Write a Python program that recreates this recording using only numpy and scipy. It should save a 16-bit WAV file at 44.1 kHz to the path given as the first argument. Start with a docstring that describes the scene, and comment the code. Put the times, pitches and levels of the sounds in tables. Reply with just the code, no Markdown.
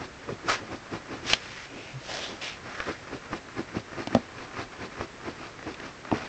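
"""A small dog curled in a padded bed works at its fur with quick strokes, four or five a second.
Each stroke is shaped noise: a swish, a press into the cushion with a rub, then a brush through the fur.
In the first half the dog snuffles: puffs of noise pass through throat and nose resonances.
Some strokes knock the bed, heard as short ringing tones; now and then the mouth makes a wet click.
One soft low bump is a swelling tone. Weak echoes, a short room tail and a steady hiss surround it all."""
import sys
import numpy as np
from scipy import signal
from scipy.fft import rfft, irfft, next_fast_len
from scipy.io import wavfile

SR = 44100
rng = np.random.default_rng(int(sys.argv[2]) if len(sys.argv) > 2 else 0)


def unload_audio(sound):
    """Save the sound as a 16-bit wav file, at the path given as the first command line argument."""
    columns = np.transpose(np.atleast_2d(sound))
    # keep every value between -1 and 1, then stretch to whole-number steps
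    steps = np.round(np.clip(columns, -1, 1) * 32767)
    wavfile.write(sys.argv[1], SR, steps.astype(np.int16))


N = 276948
TIME = np.arange(N) / SR


def amp(db):
    """Turn decibels into a gain."""
    return 10 ** (np.asarray(db) / 20)


def unit(x):
    """Scale a sound to an rms of 1."""
    return x / np.sqrt(np.mean(x ** 2) + 1e-20)


def along(points, hz):
    """Read a curve of (frequency, value) points, with straight lines on a log frequency axis."""
    point_hz, values = np.transpose(points)
    return np.interp(np.log(hz + 1), np.log(point_hz + 1), values)


def filtered(x, response):
    """Multiply the spectrum of x by a response, given as a function of frequency."""
    size = next_fast_len(N + 8192)
    hz = np.fft.rfftfreq(size, 1 / SR)
    return irfft(rfft(x, size) * response(hz), size)[:N]


def coloured(x, spectrum):
    """Give a noise the balance of low and high tones in a spectrum, at an rms of 1."""
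    return unit(filtered(x, lambda hz: amp(along(spectrum, hz))))


def grainy(rate, depth_db):
    """Make noise in clumps: its level wanders between random points, `rate` of them a second."""
    knots = rng.standard_normal(N)
    wander = np.interp(TIME * rate, np.arange(N), knots)
    return unit(rng.standard_normal(N) * amp(depth_db * wander))


def swell(s, rise, fall, shape, hold=0):
    """Draw a hump that reaches 1 at time s and may hold it; a low shape is pointed with long skirts."""
    before = np.maximum((s - TIME) / rise, 0)
    after = np.maximum((TIME - s - hold) / fall, 0)
    return np.exp(-(before + after) ** shape / 2)


def resonance(f, hz, width, lift_db):
    """Response of an air cavity that lifts one band (or lowers it, if lift_db is negative)."""
    band = 1j * f * width / (hz * hz - f * f + 1j * f * width)
    return 1 + (amp(lift_db) - 1) * band


def add(track, s, sound):
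    """Mix a short sound into the track at time s."""
    part = track[round(s * SR):][:len(sound)]
    part += sound[:len(part)]


def strokes():
    """Each stroke swishes in, catches on the fabric as it presses the cushion, and brushes off through fur."""
    # every stroke: (time [s], push into the cushion [dB], rub on the fabric [dB])
    stroke_table = [(0.018, -36, -38), (.303, -33.5, -41.5), (.47, -37, -46), (.63, -41.5, -51.5),
                    (0.729, -36, -39.5), (0.938, -33.5, -37), (1.129, -37.5, -39.5), (1.26, -39.5, -42.5),
                    (1.763, -41, -58), (2.314, -42, -48), (2.676, -42.5, -44.5), (2.892, -28.5, -35.5),
                    (3.137, -31, -39.5), (3.337, -32.5, -37), (3.587, -31.5, -37.5), (3.762, -31.5, -36.5),
                    (3.997, -35, -37), (4.14, -36.5, -40), (4.2, -55, -51), (4.403, -43, -42),
                    (4.596, -36.5, -35.5), (4.826, -35.5, -39), (5.011, -36, -38), (5.271, -36, -39.5),
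                    (5.43, -46, -42.5), (5.681, -35.5, -41), (5.843, -44.5, -41), (6.148, -30, -36),
                    (6.23, -45, -38)]
    # noise spectra of the four parts of a stroke: (frequency [Hz], relative level [dB per Hz])
    cushion_spectrum = [(25, -39.5), (70, -4.5), (160, -6.5), (280, 0.5), (450, -3), (600, -12), (900, -19),
                        (1600, -39), (4000, -62)]
    rub_spectrum = [(100, -8.5), (400, -23), (700, 3.5), (900, -1), (1150, 2.5), (1700, -1), (2500, -3.5),
                    (3300, -14.5), (5500, -13.5), (8500, -35.5)]
    swish_spectrum = [(60, -12.5), (300, 4), (800, -3), (1200, 2.5), (2000, -1.5), (2600, -6.5),
                      (3400, -16), (6000, -17.5), (8500, -39.5)]
    fur_spectrum = [(800, -21), (2500, 2.5), (4500, 2.5), (6200, -5.5), (8500, -20)]
    usual_push_db, usual_rub_db = -36.5, -38.5
    quicker_per_db = 0.06  # harder strokes are quicker
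    swish_lead_s, swish_db = 0.068, -45.5  # the swish comes first; its level in a usual stroke
    swish_follows = 0.75  # dB of swish gained for each dB of rub
    brush_lag_s, brush_length_s, brush_db = 0.03, 0.015, -12  # brush level is relative to the rub

    push, rub, swish, brush = np.zeros((4, N))
    for s, push_db, rub_db in stroke_table:
        length = 0.026 * np.exp(-quicker_per_db * (push_db - usual_push_db))  # [s]
        contact = swell(s, 0.74 * length, 0.93 * length, shape=1.52)
        push += amp(push_db) * contact
        rub += amp(rub_db) * contact
        sweep_db = swish_db + swish_follows * (rub_db - usual_rub_db)
        swish += amp(sweep_db) * swell(s - swish_lead_s, rise=0.031, fall=0.042, shape=1.6)
        brush_hump = swell(s + brush_lag_s, brush_length_s, brush_length_s, shape=6.1)
        brush += amp(rub_db + brush_db) * brush_hump
    cushion = push * coloured(grainy(rate=220, depth_db=1.5), cushion_spectrum)
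    fabric = rub * coloured(grainy(rate=300, depth_db=2.06), rub_spectrum)
    sweep = swish * coloured(grainy(rate=250, depth_db=6.5), swish_spectrum)
    fur = brush * coloured(grainy(rate=700, depth_db=3.5), fur_spectrum)
    return cushion + fabric + sweep + fur


def snuffles():
    """Puffs of turbulent air flutter through the throat and moist nose, each with its own nasal resonance."""
    # every puff: (time it reaches full strength [s], rise [s], hold [s], fall [s], level [dB],
    # nasal resonance [Hz], width of that resonance [Hz], its lift [dB], throat lift [dB])
    snuffle_table = [(0.492, 0.0042, .005, .01, -18, 1280, 150, 21, 2.5),
                     (0.517, 0.014, 0.0086, 0.02, -25, 1340, 1290, 11, 0),
                     (1.3, 0.014, 0.016, 0.017, -26, 3050, 2010, 5.5, -5.5),
                     (1.422, 0.034, 0.23, 0.013, -44, 2100, 1300, 11, -12),
                     (1.78, 0.041, 0.11, 0.037, -46, 2550, 490, 15, 7),
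                     (2.117, 0.036, 0.063, 0.069, -35, 2880, 1500, 4, 8),
                     (2.221, .007, .005, 0.033, -35.5, 3450, 600, 18, 3),
                     (2.419, 0.0032, 0.046, .032, -34, 2720, 1500, 11.5, 4),
                     (2.73, 0.037, 0.14, 0.068, -40.5, 1500, 710, 19, 6)]
    # noise of the rushing air: (frequency [Hz], relative level [dB per Hz])
    nose_spectrum = [(50, -1), (200, 0), (420, 5), (900, 2.5), (1100, 1), (2000, 2.5), (2400, 1),
                     (3400, -0.5), (4100, -1), (5400, 1), (6400, -4), (7700, -11), (8800, -27)]
    throat_hz, throat_width_hz = 645, 190

    out = np.zeros(N)
    air = coloured(grainy(rate=450, depth_db=2.5), nose_spectrum)
    for s, rise, hold, fall, db, hz, width, lift_db, throat_db in snuffle_table:
        def airway(f):
            """Nose and throat in a row."""
            return resonance(f, hz, width, lift_db) * resonance(f, throat_hz, throat_width_hz, throat_db)

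        # a random shift gives each puff a different stretch of air
        breath = unit(filtered(np.roll(air, rng.integers(N)), airway))
        out += amp(db) * swell(s, rise, fall, shape=1.21, hold=hold) * breath
    return out


def knocks():
    """The bed rings in fading tones after each knock and its cover scuffs; soft contacts dull the sound."""
    # every knock: (time [s], level [dB], softness as contact time [s], pitch of the spot struck [ratio])
    knock_table = [(0.29, -21, 0.00049, 1.94), (.324, -17.5, 0.002, 0.7), (0.928, -14, 0.0021, 1.63),
                   (1.12, -21, 0.0028, 1.57), (3.768, -5.5, 0.0034, 1.17), (4.073, -17.5, 0.00063, 1.15),
                   (4.1505, -3, 0.00056, 0.99), (4.167, -8, .0009, 1.016), (5.283, -21.5, 0.0011, 1.15),
                   (6.1157, -14.5, 0.0002, 1.47), (6.1252, -3.5, .0011, 1.19)]
    # ringing tones of the bed: (frequency [Hz], level [dB], time to fade by 60 dB [s])
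    bed_modes = [(101, -26, 0.13), (207, -51, 0.041), (258.7, -8, 0.052), (633, -1.5, 0.014),
                 (765, -14, 0.036), (1230, -10.5, 0.0077), (1800, -6.5, .01)]
    scuff_db, scuff_t60 = -21, 0.026  # t60: seconds to fade by 60 dB

    out = np.zeros(N)
    t = np.arange(SR // 5) / SR
    for s, db, softness, pitch in knock_table:
        ring = np.zeros(len(t))
        for hz, level, t60 in bed_modes:
            fade = amp(level + rng.normal() - 60 * t / t60)  # each tone's level varies a little
            ring += fade * np.sin(2 * np.pi * hz * pitch * t)
        scuff = rng.standard_normal(len(t)) * amp(scuff_db - 60 * t / scuff_t60)
        # smoothing by the press of the contact takes off the upper tones
        press = np.sin(np.pi * np.minimum(t / softness, 1))[:SR // 100]
        add(out, s, amp(db) * np.convolve(ring + scuff, press / press.sum()))
    # a small bed radiates almost no deep bass
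    return signal.sosfilt(signal.butter(3, 100, "high", fs=SR, output="sos"), out)


def bump():
    """A soft low tone swells and fades as the dog's weight shifts."""
    s, hz, db = 1.966, 133, -37.0
    tone = np.sqrt(2) * np.sin(2 * np.pi * hz * TIME)  # rms 1
    return amp(db) * swell(s, rise=0.019, fall=0.014, shape=1.8) * tone


def clicks():
    """Wet surfaces part in a few ticks, each a crack that rings the mouth; low clicks have dull cracks."""
    # every mouth click: (time [s], level [dB], pitch [Hz], time for the ring to fade by 60 dB [s])
    click_table = [(1.3341, -4, 2930, 0.0087), (2.8026, -16.5, 1560, 0.0084), (3.331, -20.5, 1090, 0.018),
                   (4.0729, -19.5, 3240, 0.0021), (4.1492, -12.5, 3660, 0.0012),
                   (4.569, -28.5, 1080, 0.017), (5.01, -19, 1030, 0.0084), (5.743, -31.5, 2460, 0.013),
                   (5.8, -29, 1880, 0.013)]
    # the ticks in which every click parts: (delay [s], level [dB], pitch [ratio])
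    tick_table = [(0, 0, 0.978), (.0017, -4, 1.115), (.0035, -12, .8), (.006, -14, 0.76)]
    # ringing tones of the mouth: (frequency relative to the tick's pitch [ratio], level [dB])
    mouth_modes = [(0.993, 0), (1.44, -6), (2, -14), (0.34, -14)]
    crack_db, crack_t60 = -5, 0.007  # t60: seconds to fade by 60 dB
    wet_top_hz = 6760  # soft tissue takes the top off every click

    out = np.zeros(N)
    t = np.arange(SR // 20) / SR
    for s, db, hz, t60 in click_table:
        dull = signal.butter(3, hz, fs=SR, output="sos")
        for delay, tick_db, pitch in tick_table:
            tones = sum(amp(level) * np.sin(2 * np.pi * hz * pitch * ratio * t)
                        for ratio, level in mouth_modes)
            ring = tones * amp(-60 * t / t60)
            crack = rng.standard_normal(len(t)) * amp(crack_db - 60 * t / crack_t60)
            add(out, s + delay, amp(db + tick_db) * (ring + signal.sosfilt(dull, crack)))
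    return signal.sosfilt(signal.butter(5, wet_top_hz, fs=SR, output="sos"), out)


def nearby_echoes(x):
    """Weak echoes off the floor and furniture ripple the spectrum."""
    count, shortest_s, longest_s, echo_db = 8, 0.0028, 0.025, -19
    echoes = np.zeros(N)
    for delay in rng.uniform(shortest_s, longest_s, count):
        sign = rng.choice([-1, 1])
        echoes += sign * np.pad(x, (round(delay * SR), 0))[:N]
    return amp(echo_db) * echoes


def room(x):
    """The furnished room answers with a short tail of noise that fades at its own rate in each band."""
    # how fast the room falls silent: (frequency [Hz], time to fade by 60 dB [s])
    walls = [(150, 0.13), (1500, 0.055), (8000, 0.06)]
    hz, t, bands = signal.stft(rng.standard_normal(SR // 2), SR, nperseg=256)
    fade = amp(-60 * t / along(walls, hz)[:, None])
    tail = signal.istft(bands * fade, SR, nperseg=256)[1]
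    tail = tail / np.linalg.norm(tail)
    delayed_tail = np.pad(tail, (SR // 200, 0))  # it starts 5 ms late
    return signal.fftconvolve(x, delayed_tail)[:N]


def background():
    """The quiet room hisses steadily: plain noise with a fixed spectrum."""
    # (frequency [Hz], relative level [dB per Hz])
    hiss_spectrum = [(15, -33.5), (25, -2.5), (123, 3.5), (192, 0), (298, 1.5), (944, -3.5), (1180, -3),
                     (1740, -3), (3220, -11.5), (5800, -15), (7600, -18.5), (8800, -37), (11400, -86),
                     (19400, -120)]
    hiss_db = -46
    return amp(hiss_db) * coloured(rng.standard_normal(N), hiss_spectrum)


def scene():
    """Put the dog close by, in its room."""
    rustle = strokes() + snuffles()
    dog = rustle + nearby_echoes(rustle) + knocks() + bump() + clicks()
    room_db = -16.5
    return (dog + amp(room_db) * room(dog) + background())[None]


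def record(dry):
    """A very steep filter removes nearly everything above the recorder's band limit."""
    top_hz = 8600
    return filtered(dry[0], lambda hz: 1 / np.sqrt(1 + (hz / top_hz) ** 120))[None]


dry = scene()
out = record(dry)
unload_audio(out)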